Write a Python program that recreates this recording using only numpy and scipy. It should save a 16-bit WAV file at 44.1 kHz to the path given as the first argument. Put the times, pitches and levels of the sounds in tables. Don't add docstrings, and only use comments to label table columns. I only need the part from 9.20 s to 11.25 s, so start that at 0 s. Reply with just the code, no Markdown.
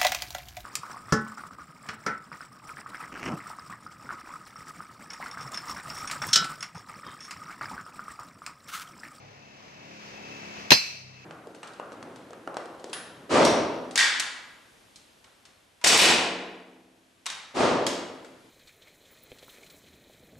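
import sys
import numpy as np
from scipy import signal
from scipy.fft import rfft, irfft
from scipy.io import wavfile
from scipy.ndimage import uniform_filter1d

SR = 44100
rng = np.random.default_rng(int(sys.argv[2]) if len(sys.argv) > 2 else 0)


def bounce(signal):
    frames = np.transpose(np.atleast_2d(signal))
    limited = np.clip(frames, -1, 1)
    pcm = np.round(limited * 32767).astype(np.int16)
    wavfile.write(sys.argv[1], SR, pcm)


N = 90272

# (time [s], firing rate [Hz], low throb [dB], mid throb [dB], road hiss [dB], rumble [dB])
BIKE_PASS = [(0, 34.97, -61.5, -66.5, -54.5, -52.5), (.2, 34.67, -63, -65, -55, -55),
             (.36, 35.2, -66.5, -63, -54, -56), (.45, 35, -82, -67.5, -52.5, -51),
             (.56, 35.09, -60, -62, -52.5, -54.5), (.66, 34.97, -66, -57.5, -50.5, -53.5),
             (.78, 35.17, -75, -55, -50, -57.5), (.87, 35, -69, -58, -46.5, -51),
             (1.0, 34.91, -77, -53, -49, -49), (1.1, 34.92, -64, -50.5, -46, -52),
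             (1.23, 35.14, -64, -52.5, -45.5, -51), (1.41, 35, -71, -54, -44, -46.5),
             (1.57, 34.02, -70, -59, -49, -52.5), (1.7, 32.74, -61.5, -64.5, -50.5, -53),
             (1.85, 32.28, -52, -67, -58.5, -58.5), (2.05, 32.1, -57, -64, -54.5, -61)]
# (frequency [Hz], relative level [dB])
LOW_THROB = [(50, -22), (95, -2), (140, -1), (200, -25)]
# (frequency [Hz], relative level [dB])
PIPE_THROB = [(120, -22), (175, -4), (210, 0), (245, -4), (320, -5.5), (550, -11.5), (900, -7), (1200, -34)]
# (frequency [Hz], relative level per Hz [dB])
HISS_COLOUR = [(350, -26), (600, -17.5), (697, -51.5), (927, -6), (1430, -9), (2400, -4.5), (2610, -12),
               (2830, -8), (3520, -13.5), (5980, -13), (9240, -37), (9890, -42), (13300, -34), (15500, -90)]
# (centre [Hz], width [Hz], relative level [dB])
THIN_TONES = [(2581, 18, 0), (2635, 24, 1)]
# (frequency [Hz], relative level per Hz [dB])
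RUMBLE_COLOUR = [(25, -16), (60, -9), (136, -5), (350, -9.5), (550, -6), (720, -5.5), (950, -10),
                 (1500, -17), (2500, -28), (3300, -72)]

# (time [s], ring level [dB], crack level [dB], crack t60 [s], low pulse level [dB])
BLOWS = [(1.5053, -6, -6, 0.046, -33), (1.5173, 1, -7, 0.1, -4)]
MODE_HZ = [2230, 2370, 2575, 2627, 2706, 3209, 3500, 3918, 4130, 4154, 4418, 4592, 4700, 4980, 5365, 6125,
           6788, 7280, 7477, 8205, 8750, 4170]
# (relative level [dB], t60 [s], left minus right [dB])
MODE_RING = [(-48, 0.36, -3), (-44.5, 0.9, -8), (-4, 0.017, 9), (-31.5, 0.74, 3), (-18.5, 0.075, -15),
             (-31, .15, 7), (-34, 0.203, -1), (-14.5, 0.1, 5), (-35, 0.76, -4), (-10, 0.19, 0.5),
             (-35, .2, -23), (-19.5, 0.25, -4), (-29.5, 0.32, -14), (-15.5, 0.22, -6), (-27, 0.22, -18),
             (-23.5, 0.13, 10.5), (-30, .09, 20), (-40.5, 0.34, -11), (-45, .2, 0), (-39.5, 0.15, 15),
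             (-32, .14, 10.5), (-27, 0.43, 6)]
# (frequency [Hz], relative level per Hz [dB])
CRACK_COLOUR = [(150, -2), (400, -6.5), (700, -1), (1000, -6), (1300, -10.5), (1600, 1), (2500, 2),
                (3300, -1.5), (4200, -7), (6000, -2.5), (7000, -12.5), (9000, -26), (10000, -43),
                (11300, -14), (13000, -16.5), (14300, -33), (15500, -43)]
PULSE_HZ = [155, 370, 620, 950]
# (relative level [dB], t60 [s])
PULSE_DECAY = [(-24, .07), (-10, .022), (-5, .018), (1, .016)]
# (frequency [Hz], relative level per Hz [dB])
TAIL_COLOUR = [(100, 16), (300, 7.5), (900, -5), (1500, -11.5), (2050, -8), (2300, 0.5), (2700, -3),
               (3000, -9.5), (3500, -15), (4200, -4.5), (5000, -7.5), (6200, -6.5), (6700, -22),
               (8000, -19), (9200, -24), (10000, -41), (11300, -23), (13000, -23), (14200, -32),
               (15000, -49)]
# (frequency [Hz], t60 [s])
TAIL_T60 = [(100, 0.1), (500, 0.13), (1200, 0.38), (2400, 0.7), (4500, 0.83), (7000, 0.66), (12000, 0.5)]

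# (frequency [Hz], share in common before scaling [0 to 1])
LIKENESS = [(60, 1), (500, 0.63), (2000, 0.44), (6000, 0.2), (12000, 0.68)]
# (frequency [Hz], left minus right [dB])
TREBLE_LEFT = [(6000, -0.5), (15000, 3.5)]

CYCLE_SCATTER, PUFF_DEPTH = .004, .08
WAVER_DB, WAVER_PER_S = 3.5, 4.94
FLICKER_DB = .5
THIN_TONES_DB, THIN_TONES_WAVER_DB = -3, 2.5
LEFT_LAG_S, STREET_PAN_DB = 0.00044, 2.5

RISE_S = 0.00052
RING_WAVER_DB, RING_WAVER_PER_S = 3, 60
MODE_TURN_SPREAD = .6
CRACK_PAN_DB, PULSE_PAN_DB, PULSE_LATE_S = 3, 14, .0006
TAIL_DB, TAIL_PAN_DB = -17.5, 2.5
CLANK_LIKENESS = 0.2

CLIP_DRIVE, BASS_CUT_HZ, TOP_HZ = 0.94, 70, 15700


def undb(db):
    return 10 ** (np.asarray(db) / 20)


def level(x, db):
    return x * undb(db) / np.sqrt(np.mean(x ** 2))


def at(table, hz):
    table_hz, values = np.array(table).T
    return np.interp(np.log(np.maximum(hz, 1)), np.log(table_hz), values)


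def pan(db):
    return undb(np.array([[db], [-db]]) / 2)


def band(x, hz, width_hz):
    b, a = signal.iirpeak(hz, hz / width_hz, fs=SR)
    return signal.lfilter(b, a, x)


def late(x, lag_s):
    f = np.arange(N // 2 + 1) * SR / N
    lags = np.array([[lag_s], [0]])
    return irfft(rfft(x * np.ones((2, 1))) * np.exp(-2j * np.pi * f * lags), N)


def noise(colour, likeness=1):
    f = np.arange(N // 2 + 1) * SR / N
    common = np.clip(likeness * at(LIKENESS, f), 0, 1)
    white = rfft(rng.standard_normal((3, N)))
    mixed = np.sqrt(common) * white[0] + np.sqrt(1 - common) * white[1:]
    lowest_hz = colour[0][0]
    edge = (f > lowest_hz / 2) * np.minimum(f / lowest_hz, 1) ** 2
    balance = undb(np.array([[.5], [-.5]]) * at(TREBLE_LEFT, f))
    x = irfft(mixed * undb(at(colour, f)) * edge * balance, N)
    return late(level(x, 0), LEFT_LAG_S)


def walk(rate):
    hold = int(SR / rate)
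    steps = np.repeat(rng.standard_normal(N // hold + 1), hold)
    return 1.3 * uniform_filter1d(uniform_filter1d(steps, hold), hold)[:N]


def fade(t, t60):
    u = np.maximum(t, 0)
    return (1 - np.exp(-u / RISE_S)) * undb(-60 * u / t60)


def engine_throb(hz, phase, low_db, mid_db):
    throb = 0
    for k in range(2, 30):
        low = undb(low_db + at(LOW_THROB, k * hz)) * (k < 7)
        mid = undb(mid_db + at(PIPE_THROB, k * hz)) * (k > 2)
        waver = undb(WAVER_DB * walk(WAVER_PER_S))
        throb = throb + (low + mid) * waver * np.sin(k * phase + rng.uniform(0, 2 * np.pi))
    return late(throb, LEFT_LAG_S)


def road_hiss(phase, hiss_db):
    puffs = 1 + PUFF_DEPTH * np.cos(phase)
    return noise(HISS_COLOUR) * puffs * undb(FLICKER_DB * walk(14.9)) * undb(hiss_db)


def thin_tones(mid_db):
    source = noise([(1000, 0), (8000, 0)])
    gain = undb(mid_db + THIN_TONES_DB + THIN_TONES_WAVER_DB * walk(6.21))
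    return gain * sum(level(band(source, hz, width_hz), db) for hz, width_hz, db in THIN_TONES)


def motorbike(t):
    times, *columns = np.array(BIKE_PASS).T
    hz, low_db, mid_db, hiss_db, rumble_db = (np.interp(t, times, column) for column in columns)
    phase = 2 * np.pi * np.cumsum(hz * (1 + CYCLE_SCATTER * walk(30))) / SR
    throb = engine_throb(hz, phase, low_db, mid_db)
    hiss = road_hiss(phase, hiss_db)
    tones = thin_tones(mid_db)
    rumble = noise(RUMBLE_COLOUR) * undb(rumble_db)
    return (throb + hiss + tones + rumble) * pan(STREET_PAN_DB)


def ring(u, ring_db):
    out = 0
    for hz, (db, t60, pan_db) in zip(MODE_HZ, MODE_RING):
        waver = RING_WAVER_DB * np.array([walk(RING_WAVER_PER_S), walk(RING_WAVER_PER_S)])
        turn = rng.uniform(0, 2 * np.pi) + MODE_TURN_SPREAD * rng.standard_normal((2, 1))
        gain = undb(ring_db + db + waver) * pan(pan_db) * fade(u, t60)
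        out = out + gain * np.sin(2 * np.pi * hz * u + turn)
    return out


def low_pulse(u, pulse_db):
    v = u - PULSE_LATE_S
    out = 0
    for hz, (db, t60) in zip(PULSE_HZ, PULSE_DECAY):
        out = out + undb(pulse_db + db) * fade(v, t60) * np.sin(2 * np.pi * hz * v)
    return out * pan(PULSE_PAN_DB)


def clank_tail(u, source):
    f = np.arange(N // 2 + 1) * SR / N
    spectrum = rfft(source)
    out = 0
    for k in range(15):
        share = np.clip(1 - np.abs(2 * np.log2(np.maximum(f, 1) / 100) - k), 0, 1)
        t60 = at(TAIL_T60, 100 * 2 ** (k / 2))
        out = out + fade(u, t60) * irfft(spectrum * share, N)
    return out * undb(TAIL_DB) * pan(TAIL_PAN_DB)


def clank(t):
    crack = noise(CRACK_COLOUR, CLANK_LIKENESS)
    tail = noise(TAIL_COLOUR, CLANK_LIKENESS)
    out = 0
    stops = [blow[0] for blow in BLOWS[1:]] + [t[-1]]
    for (start, ring_db, crack_db, crack_t60, pulse_db), stop in zip(BLOWS, stops):
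        u = t - start
        free = np.exp(-np.maximum(t - stop, 0) / RISE_S)
        out = out + free * ring(u, ring_db) + low_pulse(u, pulse_db)
        out = out + undb(crack_db) * fade(u, crack_t60) * crack * pan(CRACK_PAN_DB)
    return out + clank_tail(t - BLOWS[1][0], tail)


def scene():
    t = np.arange(N) / SR
    return motorbike(t) + clank(t)


def record(dry):
    rounded = np.tanh(CLIP_DRIVE * dry) / CLIP_DRIVE
    bass_cut = signal.butter(2, BASS_CUT_HZ, "high", fs=SR, output="sos")
    top_cut = signal.ellip(8, .2, 70, TOP_HZ, fs=SR, output="sos")
    return signal.sosfilt(top_cut, signal.sosfilt(bass_cut, rounded))


dry = scene()
out = record(dry)
bounce(out)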